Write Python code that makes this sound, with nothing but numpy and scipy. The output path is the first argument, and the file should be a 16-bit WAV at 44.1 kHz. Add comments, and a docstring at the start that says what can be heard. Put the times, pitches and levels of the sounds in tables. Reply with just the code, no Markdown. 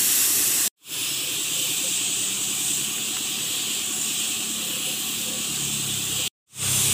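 """A compressed-air spray gun paints a motorcycle frame outdoors; its jet is noise in rush, hiss and fizz bands.
It whistles on the frame's edges, hoots in open tubes, rings narrow modes, flicks grit and roars low down.
Underneath, a compressor chugs ten times a second in struck knocks.
A distant engine, built from sine harmonics, speeds up and slows down.
All is heard in three stretches: one is sounding at the start, two swell in; the first two are cut off dead."""
import sys
import numpy as np
from scipy import signal
from scipy.fft import rfft, irfft
from scipy.io import wavfile
from scipy.ndimage import uniform_filter1d

SR = 44100
rng = np.random.default_rng(int(sys.argv[2]) if len(sys.argv) > 2 else 0)


def master(y):
    """Save y as 16-bit WAV."""
    cut = np.clip(np.atleast_2d(y).T, -1, 1)
    pcm = np.round(cut * 32767)  # scale
    wavfile.write(sys.argv[1], SR, pcm.astype(np.int16))


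N = 305613
TIME = np.arange(N) / SR
# the grid on which noise is painted: short slices of time by frequency bins
FFT_SIZE, HOP = 1024, 256
SLICE_S = np.arange(N // HOP + 5)[:, None] * HOP / SR
BIN_HZ = np.fft.rfftfreq(FFT_SIZE, 1 / SR)


def amp(db):
    """Decibels to gain."""
    return 10 ** (np.asarray(db) / 20)


def evened(x):
    """Scales to rms 1."""
    return x / np.sqrt(np.mean(x ** 2) + 1e-20)


def spectrum(points):
    """Reads a spectrum in dB at every bin, along a log frequency axis."""
    hz, db = np.transpose(points)
    return np.interp(np.log(BIN_HZ + 1), np.log(hz), db)


def follow(rows, t):
    """Reads each column of a curve at the times t."""
    s, *columns = np.transpose(rows)
    return [np.interp(t, s, column) for column in columns]


def bell(x, centre, width):
    """A smooth hump, half as high at the ends of its width."""
    return 2 ** -((2 * (x - centre) / width) ** 2)


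def during(span, t, margin=0.045):
    """True within the span, widened by a small margin."""
    return (t >= span[0] - margin) & (t < span[1] + margin)


def wander(rate_hz):
    """Smooth random movement of rms 1, its spectrum halved in amplitude at rate_hz."""
    lowpass = bell(np.fft.rfftfreq(N, 1 / SR), 0, 2 * rate_hz)
    return evened(irfft(rfft(rng.standard_normal(N)) * lowpass, N))


def eddies(size):
    """Random patches of rms 1, size = (slices, bins) across."""
    patches = rng.standard_normal((len(SLICE_S), len(BIN_HZ)))
    patches = uniform_filter1d(patches, size[0], 0)
    return evened(uniform_filter1d(patches, size[1], 1))


def noise(gain):
    """Noise whose strength in each slice and bin follows gain."""
    grains = rng.standard_normal((len(SLICE_S), len(BIN_HZ), 2)) @ [1, 1j]
    return signal.istft((grains * gain).T, nperseg=FFT_SIZE, noverlap=FFT_SIZE - HOP)[1][:N]


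# a stretch opens quietly just before its start, then swells, fast at first and easing into full level
OPEN_S, OPEN_DB, SWELL_S, SWELL_EASE = 0.018, -43.5, 0.17, 1.34
# at the cut the sound drops at once and the rest dies away
CUT_S, CUT_DB, TAIL_DB_PER_S = 0.002, -25.5, 1398


def fade(start, cut):
    """The gain of one stretch: it opens, swells, holds and is cut off dead."""
    since, after = TIME - start, np.maximum(TIME - cut, 0)
    opening = np.clip(1 + since / OPEN_S, 0, 1) ** 2
    swell_db = OPEN_DB * np.clip(1 - since / SWELL_S, 0, 1) ** SWELL_EASE
    cut_db = CUT_DB * np.minimum(after / CUT_S, 1) - TAIL_DB_PER_S * after
    return opening * amp(swell_db + cut_db)


# the three stretches of sound [swell starts t/s, cut t/s]; the outer ends lie beyond what is heard
STRETCHES = [(-0.3, 0.679), (0.776, 6.279), (6.477, 7.0)]


def stretches():
    """The gain of all the stretches in turn, near silence between them."""
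    return sum(fade(start, cut) for start, cut in STRETCHES)


# quieter below full speed (firings/s, dB per firing/s)
FULL_RATE, DB_PER_RATE = 36.8, 0.5
# it booms where a harmonic crosses the exhaust's resonance
EXHAUST_HZ, EXHAUST_WIDTH_HZ, EXHAUST_DB = 137.4, 14, 8.5
# the distant engine's speed [t/s, firing rate f/Hz before waver]
ENGINE_SPEED = [(0.68, 32), (1.1, 23.7), (2.3, 32.7), (2.7, 34.6), (3.1, 36.2), (4.3, 36.8), (5.45, 36.3),
                (5.85, 34.2), (6.28, 31.6), (6.6, 32.4), (6.93, 33.4)]
# how loud the engine is and how far its bass swells [t/s, level/dB, swell level/dB], both relative
ENGINE_LEVEL = [(0.68, -16, 15), (1.0, -4.5, 1), (2.6, 0.5, -7), (3.5, -4.5, -1), (4.5, 2, -14),
                (5.45, 2.5, -4), (5.8, 0.5, 17), (6.28, -1, 18), (6.7, 3, 25)]
# the engine's harmonics [multiple of the firing rate, base level/dB, share of the bass swell 0-1]
ENGINE_HARMONICS = [(2, -60, .35), (3, -63, 0.99), (4, -53.5, 0.41), (5, -53, .25), (6, -46, .1),
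                    (7, -56.5, 0.2)]


def engine(waver=0.0029, rough_db=2.5):
    """Only the low harmonics of a slow engine carry this far; they deepen and soften as it slows."""
    rate = follow(ENGINE_SPEED, TIME)[0]
    engine_db, swell_db = follow(ENGINE_LEVEL, TIME)
    cycles = np.cumsum(rate * (1 + waver * wander(7.4))) / SR
    speed_db = DB_PER_RATE * (rate - FULL_RATE)
    out = np.zeros(N)
    for multiple, db, share in ENGINE_HARMONICS:
        exhaust_db = EXHAUST_DB * bell(multiple * rate, EXHAUST_HZ, EXHAUST_WIDTH_HZ)
        level_db = db + engine_db + speed_db + share * swell_db + exhaust_db
        tone = np.sin(2 * np.pi * (multiple * cycles + rng.random()))
        out += amp(level_db + rough_db * wander(9.8)) * tone
    return np.sqrt(2) * out  # a sine of rms 1 for each level


# the compressor's strokes in each stretch [first stroke t/s, stroke rate f/Hz]
COMPRESSOR_STROKES = [(-0.002, 10.0), (0.8096, 10.033), (6.49, 10.0)]
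# how loud the compressor runs in each stretch [rms level/dB before the fades]
COMPRESSOR_DB = [-44.5, -45.5, -55]
# valve and piston knocks within one stroke [delay t/s, f/Hz, relative level/dB, decay t/s]
KNOCKS = [(0.00091, 305.7, 0.5, 0.0035), (0.012, 303, -12, 0.009), (0.064, 223, -11.5, 0.0058),
          (0.06, 120, -16, 0.014), (0.073, 372.3, -6.5, 0.0047), (0.064, 390, -11, 0.0021)]


def compressor(uneven_db=1.04):
    """Each piston stroke is a short run of soft, low knocks, struck a little unevenly."""
    t = TIME[:SR // 4]
    out = np.zeros(N)
    for span, (first, rate), level_db in zip(STRETCHES, COMPRESSOR_STROKES, COMPRESSOR_DB):
        strokes = first + np.arange(70) / rate
        chug = np.zeros(N)
        for delay, hz, db, decay in KNOCKS:
            at = np.round((strokes + delay) * SR).astype(int)
            at = at[(at >= 0) & (at < N)]
            blows = np.zeros(N)
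            blows[at] = amp(db + uneven_db * rng.standard_normal(len(at)))
            # a soft onset, then a decaying ring
            ring = (t / decay) ** 2 * np.exp(-t / decay) * np.sin(2 * np.pi * hz * t)
            chug += signal.oaconvolve(blows, ring)[:N]
        on = during(span, TIME)
        out[on] = amp(level_db) * evened(chug[on])
    return out


# low turbulence of the air [f/Hz, relative level/dB]
ROAR_SPECTRUM = [(25, -22.5), (50, -16.5), (90, -6.5), (135, 1.5), (250, 2.5), (420, 3), (520, -2.5),
                 (640, -3), (860, -4.5), (1150, 1.5), (1450, -2), (2000, -2.5), (2600, -11), (4000, -36.5)]
# how loud the turbulence is in each stretch [level/dB before the fades]
ROAR_DB = [-41, -44, -37.5]


def roar(dip, patchy_db=1.7):
    """Low turbulence where the air strikes the frame: noise with patchy colour."""
    air = noise(dip * amp(spectrum(ROAR_SPECTRUM) + patchy_db * eddies(size=(10, 4))))
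    return evened(air) * sum(amp(db) * during(span, TIME) for span, db in zip(STRETCHES, ROAR_DB))


# the frame's rings under the jet [f/Hz, spread to each side f/Hz, level/dB before the drive]
FRAME_RINGS = [(745, 10.4, -56), (766, 7.7, -57.5), (1138, 11, -57)]
# how hard the jet blows the rings [t/s, added level/dB]
FRAME_DRIVE = [(0.68, -2), (0.9, -9.5), (2.9, -0.7)]


def frame():
    """The jet keeps a few narrow modes of the frame ringing."""
    rings = np.zeros(N)
    for hz, spread_hz, db in FRAME_RINGS:
        shimmer = wander(spread_hz) + 1j * wander(spread_hz)
        rings += amp(db) * (shimmer * np.exp(2j * np.pi * hz * TIME)).real
    return rings * amp(follow(FRAME_DRIVE, TIME)[0])


# small ticks of grit on the frame [t/s, onset level/dB]
TICKS = [(2.98, -30), (3.167, -27.5)]


def ticks(t60=0.027, low_hz=1100, high_hz=3200):
    """Grit blown against the frame: short dry bursts of banded noise."""
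    bursts = sum(amp(db - 60 * abs(TIME - s) / t60) * (TIME >= s) for s, db in TICKS)
    band = signal.butter(2, [low_hz, high_hz], "band", fs=SR, output="sos")
    return bursts * evened(signal.sosfilt(band, rng.standard_normal(N)))


TUBE_HZ = 514
# the jet blows across an open tube [middle t/s, half-height length t/s, level/dB]
HOOTS = [(1.274, 0.069, -45), (1.6, 0.15, -44), (1.856, 0.035, -34), (3.495, 0.21, -50.5),
         (4.74, 0.21, -43.5), (4.913, 0.081, -45), (5.305, 0.14, -42), (6.215, 0.053, -41)]


def hoots(width_hz=30, breathy=1.0):
    """An open tube sounds a short, breathy note as the jet crosses it."""
    breath = 1 + breathy * (wander(width_hz) + 1j * wander(width_hz))
    breath = breath / np.sqrt(1 + 2 * breathy ** 2)
    note = (breath * np.exp(2j * np.pi * TUBE_HZ * TIME)).real
    return note * sum(amp(db) * bell(TIME, s, length) for s, length, db in HOOTS)


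# a narrow hollow in the noise drifts about during the second stretch
HOLLOW_HZ, HOLLOW_DRIFT_HZ, HOLLOW_WIDTH_HZ, HOLLOW_DB = 2060, 90, 160, -4.5


def hollow():
    """The drifting hollow, as a gain for each slice and bin."""
    centre = HOLLOW_HZ + HOLLOW_DRIFT_HZ * np.interp(SLICE_S, TIME, wander(3))
    return amp(HOLLOW_DB * during(STRETCHES[1], SLICE_S) * bell(BIN_HZ, centre, HOLLOW_WIDTH_HZ))


ECHO_MS, CLOSING_MS_PER_S, RIPPLE_DB = 0.904, 0.085, 0.6


def panel_echo():
    """In the first stretch a flat panel echoes the jet: a comb in dB, sliding upward as the gun closes in."""
    delay_s = (ECHO_MS - CLOSING_MS_PER_S * SLICE_S) / 1000
    return RIPPLE_DB * during(STRETCHES[0], SLICE_S) * np.cos(2 * np.pi * BIN_HZ * delay_s)


WHISTLE_WIDTH_HZ = 630
# the jet grazes an edge [middle t/s, half-height length t/s, f/Hz, boost level/dB]
WHISTLES = [(0.968, 0.29, 10300, 6.5), (1.079, 0.45, 5250, 6.5), (1.38, 0.18, 11100, 8),
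            (2.601, 0.099, 11500, 8), (3.5, .14, 12600, 8), (3.983, 0.13, 10030, 9), (3.997, .16, 7160, 5),
            (4.7, .2, 13120, 7), (4.82, 0.22, 2940, 4.5), (4.85, 0.23, 10000, 7.5), (5.085, .28, 12800, 7)]


def whistles():
    """Edges lift narrow patches of the jet's noise into breathy whistles; returns the boost in dB."""
    return sum(db * bell(SLICE_S, s, length) * bell(BIN_HZ, hz, WHISTLE_WIDTH_HZ)
               for s, length, hz, db in WHISTLES)


# where rush, hiss and fizz lie [low f/Hz, high f/Hz]
BANDS = [(2300, 4400), (6300, 9200), (9800, 15000)]
# the jet's colour in each stretch [f/Hz, relative level/dB]
JET_1 = [(1120, -31.5), (1900, -15.5), (2280, -21), (2700, -10.5), (2970, -12.5), (3420, -13), (4080, -14),
         (4450, -15), (4860, -13), (5400, -6.5), (8020, 4), (9560, -4), (11100, -1.5), (14800, -6.5),
         (15500, -4)]
JET_2 = [(1120, -41), (1900, -20), (2130, -19), (2480, -7), (2800, -2.9), (3250, -1.45), (3920, -6),
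         (4330, -10.5), (5600, -11), (6900, -3), (7850, 1.3), (9700, -11), (11600, -14), (13600, -13),
         (15300, -9)]
JET_3 = [(1120, -48), (1900, -26), (2090, -11), (2430, -2), (2560, 1), (2800, 1.5), (3450, 3), (4340, -5),
         (4650, -6), (5900, -9), (8460, -2), (10300, -8), (11800, -12), (13400, -9.5), (15500, -11)]
# the jet's bands in each stretch [t/s, rush level/dB, hiss level/dB, fizz level/dB], before the jet's trim
LEVELS_1 = [(0.03, -33, -24, -25), (0.098, -31.5, -24, -24), (0.66, -33, -25, -28)]
LEVELS_2 = [(0.97, -33, -33, -37), (1.0, -31, -32, -35.5), (1.51, -31.5, -29.5, -37.5),
            (1.69, -29.5, -28, -33.5), (2.03, -31, -27, -39), (2.53, -33.5, -29, -38.5),
            (2.68, -32, -25.5, -35.5), (2.93, -33, -30.5, -38.5), (3.73, -30.5, -30.5, -38.5),
            (3.97, -34, -30, -38.5), (4.21, -30.5, -28.5, -38), (4.54, -33.5, -31.5, -39.5),
            (4.77, -33, -31.5, -38), (5.08, -32.5, -32, -36.5), (5.32, -33.5, -31.5, -39.5),
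            (5.61, -32, -28.5, -38.5), (6.11, -32.5, -30.5, -37.5), (6.26, -29, -29.5, -37)]
LEVELS_3 = [(6.63, -32, -26.5, -36), (6.842, -28, -23.5, -27), (6.9, -28, -25, -31.5)]


def jet(dip, patchy_db=1.06, fine_db=1.55, flutter_db=0.23, drift_db=0.23, trim_db=1.5):
    """Air tears through the nozzle: coloured noise whose three bands rise and fall."""
    field = np.zeros((len(SLICE_S), len(BIN_HZ)))
    # each band holds its own level and crossfades into its neighbours
    shares = [np.interp(BIN_HZ, np.ravel(BANDS), np.repeat(row, 2)) for row in np.eye(len(BANDS))]
    for span, colour, levels in zip(STRETCHES, (JET_1, JET_2, JET_3), (LEVELS_1, LEVELS_2, LEVELS_3)):
        shape_db = spectrum(colour)
        stretch_db = shape_db
        for band, share, level_db in zip(BANDS, shares, follow(levels, SLICE_S)):
            own_db = 10 * np.log10(np.sum(amp(shape_db[during(band, BIN_HZ)]) ** 2))
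            stretch_db = stretch_db + share * (level_db - own_db)
        field += during(span, SLICE_S) * amp(stretch_db)
    # eddies colour the hiss in broad and fine patches
    eddies_db = patchy_db * eddies(size=(20, 7)) + fine_db * eddies(size=(5, 2))
    hiss = noise(field * dip * amp(whistles() + panel_echo() + eddies_db))
    # uneven paint flow and an unsteady hand shake all of it
    shake_db = flutter_db * wander(70) + drift_db * wander(7.5)
    return hiss * amp(trim_db + shake_db)


def scene():
    """All the layers sum in the open air, alike in both channels; the hollow cuts jet and roar together."""
    dip = hollow()
    background = engine() + compressor()
    on_the_frame = roar(dip) + frame() + ticks() + hoots()
    mono = background + on_the_frame + jet(dip)
    return np.array([mono, mono])


EDGE_HZ = 15500


def record(dry):
    """The whole scene fades in and is cut off by stretches; then a steep low-pass takes the top off."""
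    faded = dry * stretches()
    lowpass = signal.firwin(1023, EDGE_HZ, window=("kaiser", 9), fs=SR)
    return signal.oaconvolve(faded, lowpass[None], "same", axes=1)


dry = scene()
out = record(dry)
master(out)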